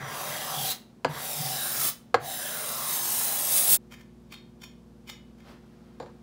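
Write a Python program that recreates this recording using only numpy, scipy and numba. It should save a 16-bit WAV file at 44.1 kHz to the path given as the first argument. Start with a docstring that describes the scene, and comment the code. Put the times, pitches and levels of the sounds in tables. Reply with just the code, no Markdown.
"""Scraping a hardwood board

A steel card scraper is drawn along the board in three strokes, with knocks of its edge before the last two.
Tearing fibres ring the bowed plate and the board, and the bench shudders; the last stroke swells close.
Then, from across the humming workshop, a thumb flicks the plate's burr and the plate is set on the board.
Noise and random snaps drive resonances; struck parts are sums of fading sine waves."""
import sys
import numpy as np
from scipy import signal
from scipy.fft import rfft, irfft, next_fast_len
from scipy.io import wavfile
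from scipy.ndimage import uniform_filter1d
from numba import njit

SR = 44100
rng = np.random.default_rng(int(sys.argv[2]) if len(sys.argv) > 2 else 0)


def log_audio(samples):
    """Write samples as a 16-bit WAV file to the path given in sys.argv[1]."""
    # one column per channel
    frames = np.atleast_2d(samples).T
    # limit to full scale, then quantise
    limited = np.clip(frames, -1, 1)
    pcm = np.round(limited * 32767).astype(np.int16)
    wavfile.write(sys.argv[1], SR, pcm)


N = 274302
TIME = np.arange(N) / SR

# Colour of the rasping or rattling board. Each row: frequency in Hz, level in dB.
BOARD_COLOUR = [(120, -12.5), (330, 0), (480, 0), (700, 2.5), (1150, 0.5), (1700, -2), (2400, -9.5),
                (3300, -20.5), (6000, -43.5)]


def undb(db):
    """Turn decibels into a gain."""
    return 10 ** (np.asarray(db) / 20)


def unit(x):
    """Scale a sound to an rms level of 1."""
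    return x / np.sqrt(np.mean(x ** 2))


def colour(x, points):
    """Filter a sound so that its spectrum is shaped by (Hz, dB) points."""
    hz, db = np.transpose(points)
    size = next_fast_len(len(x) + 4096)
    f = np.maximum(np.fft.rfftfreq(size, 1 / SR), 1)
    gain = undb(np.interp(np.log(f), np.log(hz), db))
    return irfft(rfft(x, size) * gain, size)[:len(x)]


def band(x, low_hz, high_hz):
    """Keep the range between two frequencies, with gentle slopes."""
    return signal.sosfilt(signal.butter(1, [low_hz, high_hz], "band", fs=SR, output="sos"), x)


def walk(rate):
    """Slow random wandering around 0, with about `rate` new targets a second and a spread near 1."""
    k = max(int(SR / rate), 1)
    steps = np.repeat(rng.standard_normal(N // k + 1), k)
    return uniform_filter1d(steps, k)[:N]


def swell(s, half_s):
    """A smooth rise to 1 at time s and a fall back."""
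    return np.exp(-((TIME - s) / half_s) ** 2)


def surge(s, rise_s, decay_s):
    """An exponential rise to 1 at time s, then an exponential decay."""
    return np.exp(-np.maximum((s - TIME) / rise_s, (TIME - s) / decay_s))


@njit
def svf(x, hz, width):
    """A resonance with a moving centre: a state-variable band-pass filter with gain 1 there."""
    y, b, l = np.empty(len(x)), 0., 0.  # b and l: the band and low states
    for i in range(len(x)):
        g = np.tan(np.pi * min(hz[i], .45 * SR) / SR)
        k = width / hz[i]
        v = (b + g * (x[i] - l)) / (1 + g * (g + k))
        b = 2 * v - b
        l = l + 2 * g * v
        y[i] = k * v
    return y


def sustained(hz, width, hold_s):
    """A resonance fed by friction, which holds its swing steady."""
    once = svf(rng.standard_normal(N), hz, float(width))
    swing = svf(once, hz, 2. * width)
    return swing / np.sqrt(uniform_filter1d(swing ** 2, int(hold_s * SR)))


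def ringing(modes, pitch=1):
    """A struck thing for half a second: each (Hz, dB, t60 in s) mode is a sine wave that dies away."""
    t = TIME[:SR // 2]
    total = 0
    for k, (hz, db, t60) in enumerate(modes):
        total = total + (-1) ** k * undb(db - 60 * t / t60) * np.sin(2 * np.pi * hz * pitch * t)
    return total


def at_spot(modes, spot):
    """The weight of each mode depends on where the edge lands."""
    return [(hz, db0 + (db1 - db0) * spot, t60) for hz, t60, db0, db1 in modes]


def add(out, s, x):
    """Mix x into out from time s."""
    i = int(s * SR)
    out[i:i + len(x)] += x[:N - i]


def room(x, t60_low=0.39, t60_high=0.23, first_s=0.0016):
    """Diffuse echo of the cluttered workshop, made of fading noise; the treble dies first."""
    t = TIME[:SR // 2]
    noise = rng.standard_normal(len(t))
    low = signal.sosfilt(signal.butter(2, 4000, fs=SR, output="sos"), noise)
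    high = signal.sosfilt(signal.butter(2, 4000, "high", fs=SR, output="sos"), noise)
    tail = low * undb(-60 * t / t60_low) - high * undb(-60 * t / t60_high)
    tail *= np.clip(t / first_s - 1, 0, 1)  # silent until first_s
    return signal.fftconvolve(x, tail / np.sqrt(np.sum(tail ** 2)))[:N]


def bench_echoes(x, share, count=8):
    """Reflections from bench, hand and clutter come and go, so patches of colour drift by."""
    lags = rng.uniform(.0006, .005, count)  # seconds
    echoes = 0
    for lag in lags:
        echoes = echoes + walk(3.5) * np.interp(TIME - lag * (1 + .02 * walk(2)), TIME, x)
    return unit(x + share * echoes)


def fibres(rate, spread_db, patchy_db):
    """Tearing fibres or ridges: dense random snaps, `rate` a second, in stronger and weaker patches."""
    snaps = (rng.random(N) < rate / SR) * rng.standard_normal(N)
    return unit(snaps * undb(spread_db * rng.standard_normal(N) + patchy_db * walk(170)))


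def stroke_under_way():
    """Each column of the stroke table, held from the start of one stroke to the next."""
    # The strokes. Each row: start in seconds, length in seconds, attack in seconds, edge hiss in dB,
    # lower plate modes in dB, board rasp in dB, bow of the plate at the start (0-1), bow at the end (0-1),
    # pitch of the board's free end at the start in Hz, seconds until the board's hollow spot.
    strokes = [(-0.04, 0.76, 0.14, -42.5, -41.5, -36.5, 0, 0.14, 1500, 0.64),
               (1.079, 0.81, 0.11, -35, -39, -38, 0, 0.42, 1303, 0.41),
               (2.192, 1.552, 0.056, -36.5, -42, -40, 0.2, 0.8, 724, 0.053)]
    rows = np.array(strokes)
    return rows[np.searchsorted(rows[1:, 0], TIME)].T


def plate(drive, modes, bow, drift, swell_db):
    """Bowing the plate shifts the weight among its modes; the fingers make each wander and swell."""
    total = 0
    for hz, width, flat, bowed in modes:
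        gain = undb(flat + (bowed - flat) * bow + swell_db * walk(6.5))
        total = total + gain * svf(drive, hz * (1 + drift * walk(6.5)), float(width))
    return total


def board_rasp(travel, free_hz, hollow):
    """Coarse fibres drive the board: a honk at its hollow spot, a gliding free end, modes with nodes."""
    # The free end rings at odd multiples of its pitch. Each row: width in Hz, level in dB.
    free_end = [(170, -7), (270.7, 4.5), (259.7, 0), (300, -6)]
    # Modes of the board under the edge. Each row: frequency in Hz, width in Hz, level in dB,
    # nodes (still points) passed per second.
    board_modes = [(607, 100, 6.5, 1.1), (830, 61, -2, 1), (1060, 130, 0.5, 1.5), (1270, 48, -4.5, 1.5),
                   (1610, 75, -2, 4), (1950, 410, 7, 2.9)]
    drive = fibres(rate=9000, spread_db=0.0, patchy_db=0.8)
    # over the hollow spot the main mode grows and the rest falls back
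    honk_db, hollow_db, hollow_dip_db = -6, 22, 6.5
    honk = undb(honk_db + hollow_db * hollow) * svf(drive, np.full(N, 755.), 66.0)
    rest = undb(-1.0) * drive
    for k, (width, db) in enumerate(free_end):
        gain = undb(db + 1.8 * walk(11))
        rest += gain * svf(drive, (2 * k + 1) * free_hz * (1 + .03 * walk(9)), float(width))
    for hz, width, db, nodes in board_modes:
        # a mode fades as the edge crosses one of its nodes
        shape = 0.062 + np.abs(np.sin(np.pi * (nodes * travel + rng.random())))
        rest += undb(db) * shape * svf(drive, np.full(N, float(hz)), float(width))
    return bench_echoes(colour(honk + undb(-hollow_dip_db * hollow) * rest, BOARD_COLOUR), share=.12)


def singing(sag_per_s=.07):
    """Where the edge grabs in the grain, one mode swells out and sags a little in pitch."""
    # Modes the dragging edge can set singing. Each row: name, frequency in Hz, width in Hz.
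    singing_modes = [("board low", 1100, 320), ("board high", 1620, 190), ("plate low", 3310, 370),
                     ("plate high", 3820, 240)]
    # The grabs. Each row: time in seconds, level in dB, half length in seconds, name of the mode.
    grab_list = [(0.19, -42, 0.18, "board low"), (0.516, -40.5, 0.072, "board low"),
                 (0.595, -39.5, 0.078, "plate low"), (0.714, -35.5, 0.022, "plate high"),
                 (1.18, -42.5, 0.03, "board low"), (1.61, -41, 0.091, "plate high"),
                 (1.664, -44, 0.12, "board high"), (2.328, -45.5, 0.082, "plate high"),
                 (2.464, -45.5, 0.06, "plate low"), (2.48, -46.5, 0.14, "board high"),
                 (2.815, -42.5, 0.14, "board low"), (2.922, -44, 0.082, "plate high")]
    out = np.zeros(N)
    for name, hz, width in singing_modes:
        grabs = [(s, undb(db) * swell(s, half_s)) for s, db, half_s, mode in grab_list if mode == name]
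        force = sum(size for s, size in grabs)
        # time from the peak of the grab, negative before it
        since = sum(size * (TIME - s) for s, size in grabs) / (force + 1e-9)
        out += force * sustained(hz * (1 - sag_per_s * since), width, hold_s=.04)
    return out


def bench_shudder():
    """The bench trembles at its own pitch under the drag and now and then swings harder."""
    # The harder swings. Each row: time in seconds, level in dB, rise in seconds, decay in seconds.
    shudders = [(0.02, -41.5, 0.043, 0.06), (0.31, -48, 0.043, 0.028), (0.6, -42, 0.054, 0.063),
                (1.1, -35, 0.015, 0.035), (1.405, -37, 0.021, 0.075), (1.8, -52, 0.019, 0.081),
                (2.215, -44, 0.017, 0.026), (3.73, -49.5, 0.026, 0.03)]
    tremble_db = -57.5  # under a steady drag
    steady = sustained(np.full(N, 144.), 22, hold_s=.083)
    swings = sum(undb(db) * surge(s, rise_s, decay_s) for s, db, rise_s, decay_s in shudders)
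    return steady * (undb(tremble_db) + swings)


def scraping():
    """Fibres tear under the burr and drive plate, board and bench: strokes bite, grow nearer and lift."""
    # Plate pressed on the wood. Each row: frequency in Hz, width in Hz, dB when flat, dB when bowed.
    low_modes = [(2810, 218.5, -19.5, -2.5), (3360, 460, 0, -7), (3880, 367, 2, 1), (4610, 185, 1, 0),
                 (5170, 510, -0.5, 4.5), (5834, 210, 1.5, 4.5), (6340, 500, -6, 12.5)]
    # Its higher modes. Each row: frequency in Hz, width in Hz, dB when flat, dB when bowed.
    high_modes = [(7590, 250, 2.5, -5.5), (9710, 320, 0, -11.5), (10260, 320, -9, 7), (11400, 250, -9, -2),
                  (12280, 450, -4, -3), (12940, 260, -8, -10.5), (12900, 260, -7.5, -4),
                  (14180, 350, -11.5, -9), (15530, 380, -1.5, 3)]
    # The hand bears down and the burr digs in. Each row: time in seconds, gain in hiss in dB,
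    # half length in seconds.
    digs = [(0.276, 2.5, 0.13), (0.703, 7.5, 0.13), (1.705, 0.5, 0.03), (1.864, 5, 0.075),
            (2.724, 0.5, 0.03), (2.938, 3.5, 0.045), (3.158, 3, 0.11), (3.566, 6.5, 0.049),
            (3.741, 9.5, 0.063)]
    set_off_s = 0.024  # the plate gets moving
    bite_db, low_bite_db = 17.5, 10  # hiss and lower modes are held down by this until the burr bites
    approach_db_per_s = 7.5  # the hiss grows as the plate is drawn nearer
    low_growth = 0.51  # dB that the lower plate modes gain per dB of hiss
    hiss_lift_db_per_s, body_lift_db_per_s = 540.5, 339  # falls as the edge lifts
    flat_hz, bow_sag_hz = 9510, 1200  # the plate's strongest mode, and its drop at full bow
    board_fade_db_per_s = 2  # the board speaks less as the edge leaves its loose end
    end_echo = 0.2  # mean share of the wave that comes back, inverted, from the board's end
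    round_trip_s_per_s = 0.001025  # that wave takes longer as the edge moves away
    hollow_half_s = 0.18  # half the time to cross the hollow spot

    (start, length, attack, hiss_db, low_db, board_db,
     bow_start, bow_end, free_start_hz, hollow_s) = stroke_under_way()
    travel = TIME - start
    moving = 1 - np.exp(-np.maximum(travel, 0) / set_off_s)
    lifted = np.maximum(travel - length, 0)
    skating = swell(start, attack)
    growth_db = approach_db_per_s * travel + sum(db * swell(s, half_s) for s, db, half_s in digs)
    bow = np.clip(bow_start + (bow_end - bow_start) * travel / length, 0, 1)
    round_trip = .5 / free_start_hz + round_trip_s_per_s * np.maximum(travel, 0)

    drive = fibres(rate=30000, spread_db=-1.0, patchy_db=0.75)
    high = plate(drive, high_modes, bow, drift=0.008, swell_db=2.2)
    high += undb(6.5 * bow + 2 * walk(9.9)) * svf(drive, flat_hz - bow_sag_hz * bow, 460.0)
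    high = colour(high + undb(-9.0) * drive, [(4500, -16.5), (7200, -7.5), (16000, -0.5)])

    # the grain lets the returning wave come and go
    returned = np.interp(TIME - round_trip, TIME, drive)
    echoed = drive - end_echo * (1 + .5 * walk(7.7)) * returned
    low = plate(echoed, low_modes, bow, drift=0.022, swell_db=3.0) + undb(-8.5) * echoed
    low = colour(low, [(1200, -26.0), (2400, -7.5), (6900, -10.5), (8500, -16.0)])

    hiss = undb(hiss_db + growth_db - bite_db * skating) * bench_echoes(high, share=.17)
    low_gain = undb(low_db + low_growth * growth_db - low_bite_db * skating)
    lower = low_gain * bench_echoes(low, share=.2)
    hollow = swell(start + hollow_s, hollow_half_s)
    board = undb(board_db - board_fade_db_per_s * travel) * board_rasp(travel, .5 / round_trip, hollow)
    body = lower + board + singing() + bench_shudder()
    edge = undb(-hiss_lift_db_per_s * lifted) * hiss
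    dry = moving * (edge + undb(-body_lift_db_per_s * lifted) * body)
    return dry + undb(-12.5) * room(dry)


def workshop(away):
    """Steady air noise and a slightly wavering hum, whose tones differ from place to place."""
    # Colour of the air noise. Each row: frequency in Hz, relative level in dB per Hz.
    air_colour = [(25, -25.5), (45, -10.5), (90, -9), (135, -8.5), (230, -5), (300, -8), (480, -14),
                  (1000, -21), (2000, -31.5), (5000, -34.5), (9000, -39.5), (15500, -45.5)]
    # Mains and motor hum. Each row: frequency in Hz, dB at the bench, dB across the shop.
    hum_tones = [(59.6, -69, -60), (119.8, -66.5, -65), (136, -68, -62.5), (174.5, -65.5, -60.5),
                 (216.8, -61, -57.5), (240, -58.5, -57.5), (359.8, -69.5, -63), (480, -76, -70.5)]
    near_db, far_db = -58, -58.5  # air noise at the bench and across the shop
    air = undb(near_db + (far_db - near_db) * away) * unit(colour(rng.standard_normal(N), air_colour))
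    hum = np.zeros(N)
    for hz, near, far in hum_tones:
        gain = undb(near + (far - near) * away + .7 * walk(5))
        turns = np.cumsum(hz * (1 + .0015 * walk(7))) / SR
        hum += gain * np.sqrt(2) * np.sin(2 * np.pi * turns)
    return air + hum


def knocks(clamp_s=0.017):
    """The edge lands or rocks on the board: a steel tick and ring, a short wood ring, a bench boom."""
    # The landings. Each row: time in seconds, level in dB, spot on the board (0-1), brightness in Hz,
    # bench in dB, room in dB, steel ring in dB, pitch factor of the wood.
    landings = [(1.0468, -23, 0.18, 2500, -8, -12, -14.5, 1),
                (2.1432, -18.5, 0.99, 3300, -17, -17, -16, 1.003),
                (5.9998, -36, 0.42, 750, -6, -4.5, -17.5, 1), (6.026, -42.5, 0.7, 500, -8, -4, -20, 1.086),
                (6.06, -53.5, 0.16, 2000, -12, -2, -18, 1.1)]
    # Modes of the struck board. 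Each row: frequency in Hz, t60 (time to fall 60 dB) in seconds,
    # dB at spot 0, dB at spot 1.
    wood_modes = [(472.3, 0.1356, -3.5, 3), (530, 0.086, -1, -5.5), (633, 0.068, 0.5, -12),
                  (754, 0.041, -2, 6.5), (876, 0.06, 0.5, -4.5), (995, 0.04, 3, -7), (1071, 0.035, -2, 4),
                  (1295, 0.023, -2, 2), (1480, 0.096, -8, -16.5), (1628, 0.048, -3, -2.5),
                  (2087, 0.035, -7, -3.5), (2554, 0.016, -7.5, -8)]
    # Modes of the bench below it. Each row: frequency in Hz, t60 in seconds, dB at spot 0, dB at spot 1.
    bench_modes = [(88.3, 0.5, -15, -13), (117.3, 0.35, -19, -1.5), (146, 0.38, 0.5, -24.5),
                   (269, 0.11, 6, 0.5), (368, 0.12, 4.5, -2)]
    # Modes of the plate as its edge lands. Each row: frequency in Hz, t60 in seconds, level in dB.
    steel_modes = [(1750, 0.06, -1.5), (2370, 0.04, -4), (4040, 0.05, -5.5), (4430, 0.06, -2),
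                   (4810, 0.037, -1), (5740, 0.04, -7), (7040, 0.066, -9), (7350, 0.06, -10)]
    tick_colour = [(150, -12), (900, 4), (2000, -5.5), (4300, 0.0), (7000, -11.5), (15000, -29.0)]
    bloom_s = 0.0055  # the heavy bench takes this long to swing up
    out, t = np.zeros(N), TIME[:SR // 2]
    for s, db, spot, bright_hz, bench_db, room_db, steel_db, pitch in landings:
        # the hand's weight settles on the plate and chokes the ring
        choke = 0.12 + 1.31 / (1 + (t / clamp_s) ** 6)
        tick = undb(-4.5) * unit(colour(rng.standard_normal(len(t)), tick_colour)) * np.exp(-t / 0.0054)
        rattle = undb(-6.5) * unit(colour(rng.standard_normal(len(t)), BOARD_COLOUR)) * np.exp(-t / 0.025)
        wood = band(choke * ringing(at_spot(wood_modes, spot), pitch) + rattle, 240, bright_hz)
        steel = undb(steel_db) * ringing([(hz, mode_db, t60) for hz, t60, mode_db in steel_modes])
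        boom = undb(bench_db) * (1 - np.exp(-t / bloom_s)) * ringing(at_spot(bench_modes, spot))
        dry = np.zeros(N)
        add(dry, s, undb(db) * (wood + np.sqrt(bright_hz / 2500) * tick + steel + boom))
        out += dry + undb(room_db) * room(dry)
    return out


def thumb():
    """Skin rasps on the burr, catches, then slips off and lets the plate ring; fingers take a new hold."""
    # The flicks. Each row: time of release in seconds, dB at release, dB at the catch,
    # drag in seconds, ring in dB, where the plate is gripped.
    flicks = [(3.944, -50.5, -48.5, 0.011, -1, "corner"), (4.015, -57.5, -67, 0.013, -8, "corner"),
              (4.342, -47, -52, 0.012, 3, "edge"), (4.641, -43, -51, 0.0038, -2, "middle"),
              (5.099, -39.5, -51, 0.0052, 0.5, "end"), (5.404, -60, -68, 0.008, 4, "corner")]
    # Where the fingers can hold the plate, in the order of the level columns below.
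    grips = ["corner", "edge", "middle", "end"]
    # Modes of the plate held loosely. Each row: frequency in Hz, t60 in seconds, then dB for each grip.
    plate_modes = [(1790, .18, -1, -24, -20, -16), (2120, .17, 2, -8, -15, -2),
                   (2520, .15, -3, -8, -17, -8), (2970, .3, -9, -20, -9, -2), (3225, .3, -4, -3, -3, -24),
                   (3480, .14, -20, -14, -3, -24), (3690, .22, -9, 0, -12, -6),
                   (4280, .28, -20, -2, -9, -18), (4950, .2, -20, -12, -20, -24),
                   (5380, .16, -20, -20, -4, -24), (5590, .17, -10, -11, -5, -6),
                   (6790, .2, -15, -18, -7, -7), (7350, .2, -17, -19, -14, -15),
                   (9400, .17, -22, -21, -15, -12)]
    # The bent plate splits each mode into a cluster. Each row: pitch factor, level in dB.
    mode_cluster = [(0.98, -11), (1, -1), (1.018, -8)]
    # Colour of skin on steel. Each row: frequency in Hz, level in dB.
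    skin_colour = [(300, -15.5), (900, 1), (2200, 0), (3800, -3.5), (6500, -5), (9000, -13), (15500, -11)]
    # Fingers slide to a new hold. Each row: time in seconds, level in dB, half length in seconds.
    slides = [(5.497, -53, 0.047), (5.77, -65.5, 0.62)]
    # Colour of the sliding fingers. Each row: frequency in Hz, level in dB.
    slide_colour = [(250, 6), (600, 3.5), (1300, 1), (2500, -6.5), (5000, -11), (7000, -19.5),
                    (15000, -24.5)]
    catch_s = 0.018  # from the catch to the release
    ridges = fibres(rate=5000, spread_db=1.5, patchy_db=1.5)
    rasp = unit(colour(ridges, skin_colour))
    slide_level = sum(undb(db) * swell(s, half_s) for s, db, half_s in slides)
    dry = slide_level * unit(colour(rng.standard_normal(N), slide_colour))
    for s, db, catch_db, drag_s, ring_db, grip in flicks:
        force = undb(catch_db) * surge(s - catch_s, 0.0075, 0.0054) + undb(db) * surge(s, drag_s, 0.0037)
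        held = [(hz, dbs[grips.index(grip)], t60) for hz, t60, *dbs in plate_modes]
        ring = sum(undb(twin_db) * ringing(held, pitch) for pitch, twin_db in mode_cluster)
        # while the thumb still touches it, the plate rings only briefly
        short_ring = (ring * np.exp(-TIME[:len(ring)] / 0.0026))[:SR // 40]
        muted = unit(signal.oaconvolve(rasp, short_ring)[:N])
        dry += force * (1.08 * rasp + 0.87 * muted)
        add(dry, s, undb(db + ring_db - 9) * ring)
    # from across the shop the echo is strong
    return dry + undb(-6) * room(dry)


def scene():
    """Close strokes first, then the wider room."""
    away_s = 3.775  # from here on, heard from across the shop
    away = np.clip((TIME - away_s) / 0.0094 + 1, 0, 1)
    mono = (1 - away) * scraping() + knocks() + thumb() + workshop(away)
    return np.array([mono, mono])


def record(dry):
    """One microphone on both channels, with the deep bass and the top cut off."""
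    top_hz = 15720
    lean = signal.sosfilt(signal.butter(4, 42, "high", fs=SR, output="sos"), dry)
    return signal.sosfilt(signal.ellip(12, .2, 80, top_hz, fs=SR, output="sos"), lean)


dry = scene()
out = record(dry)
log_audio(out)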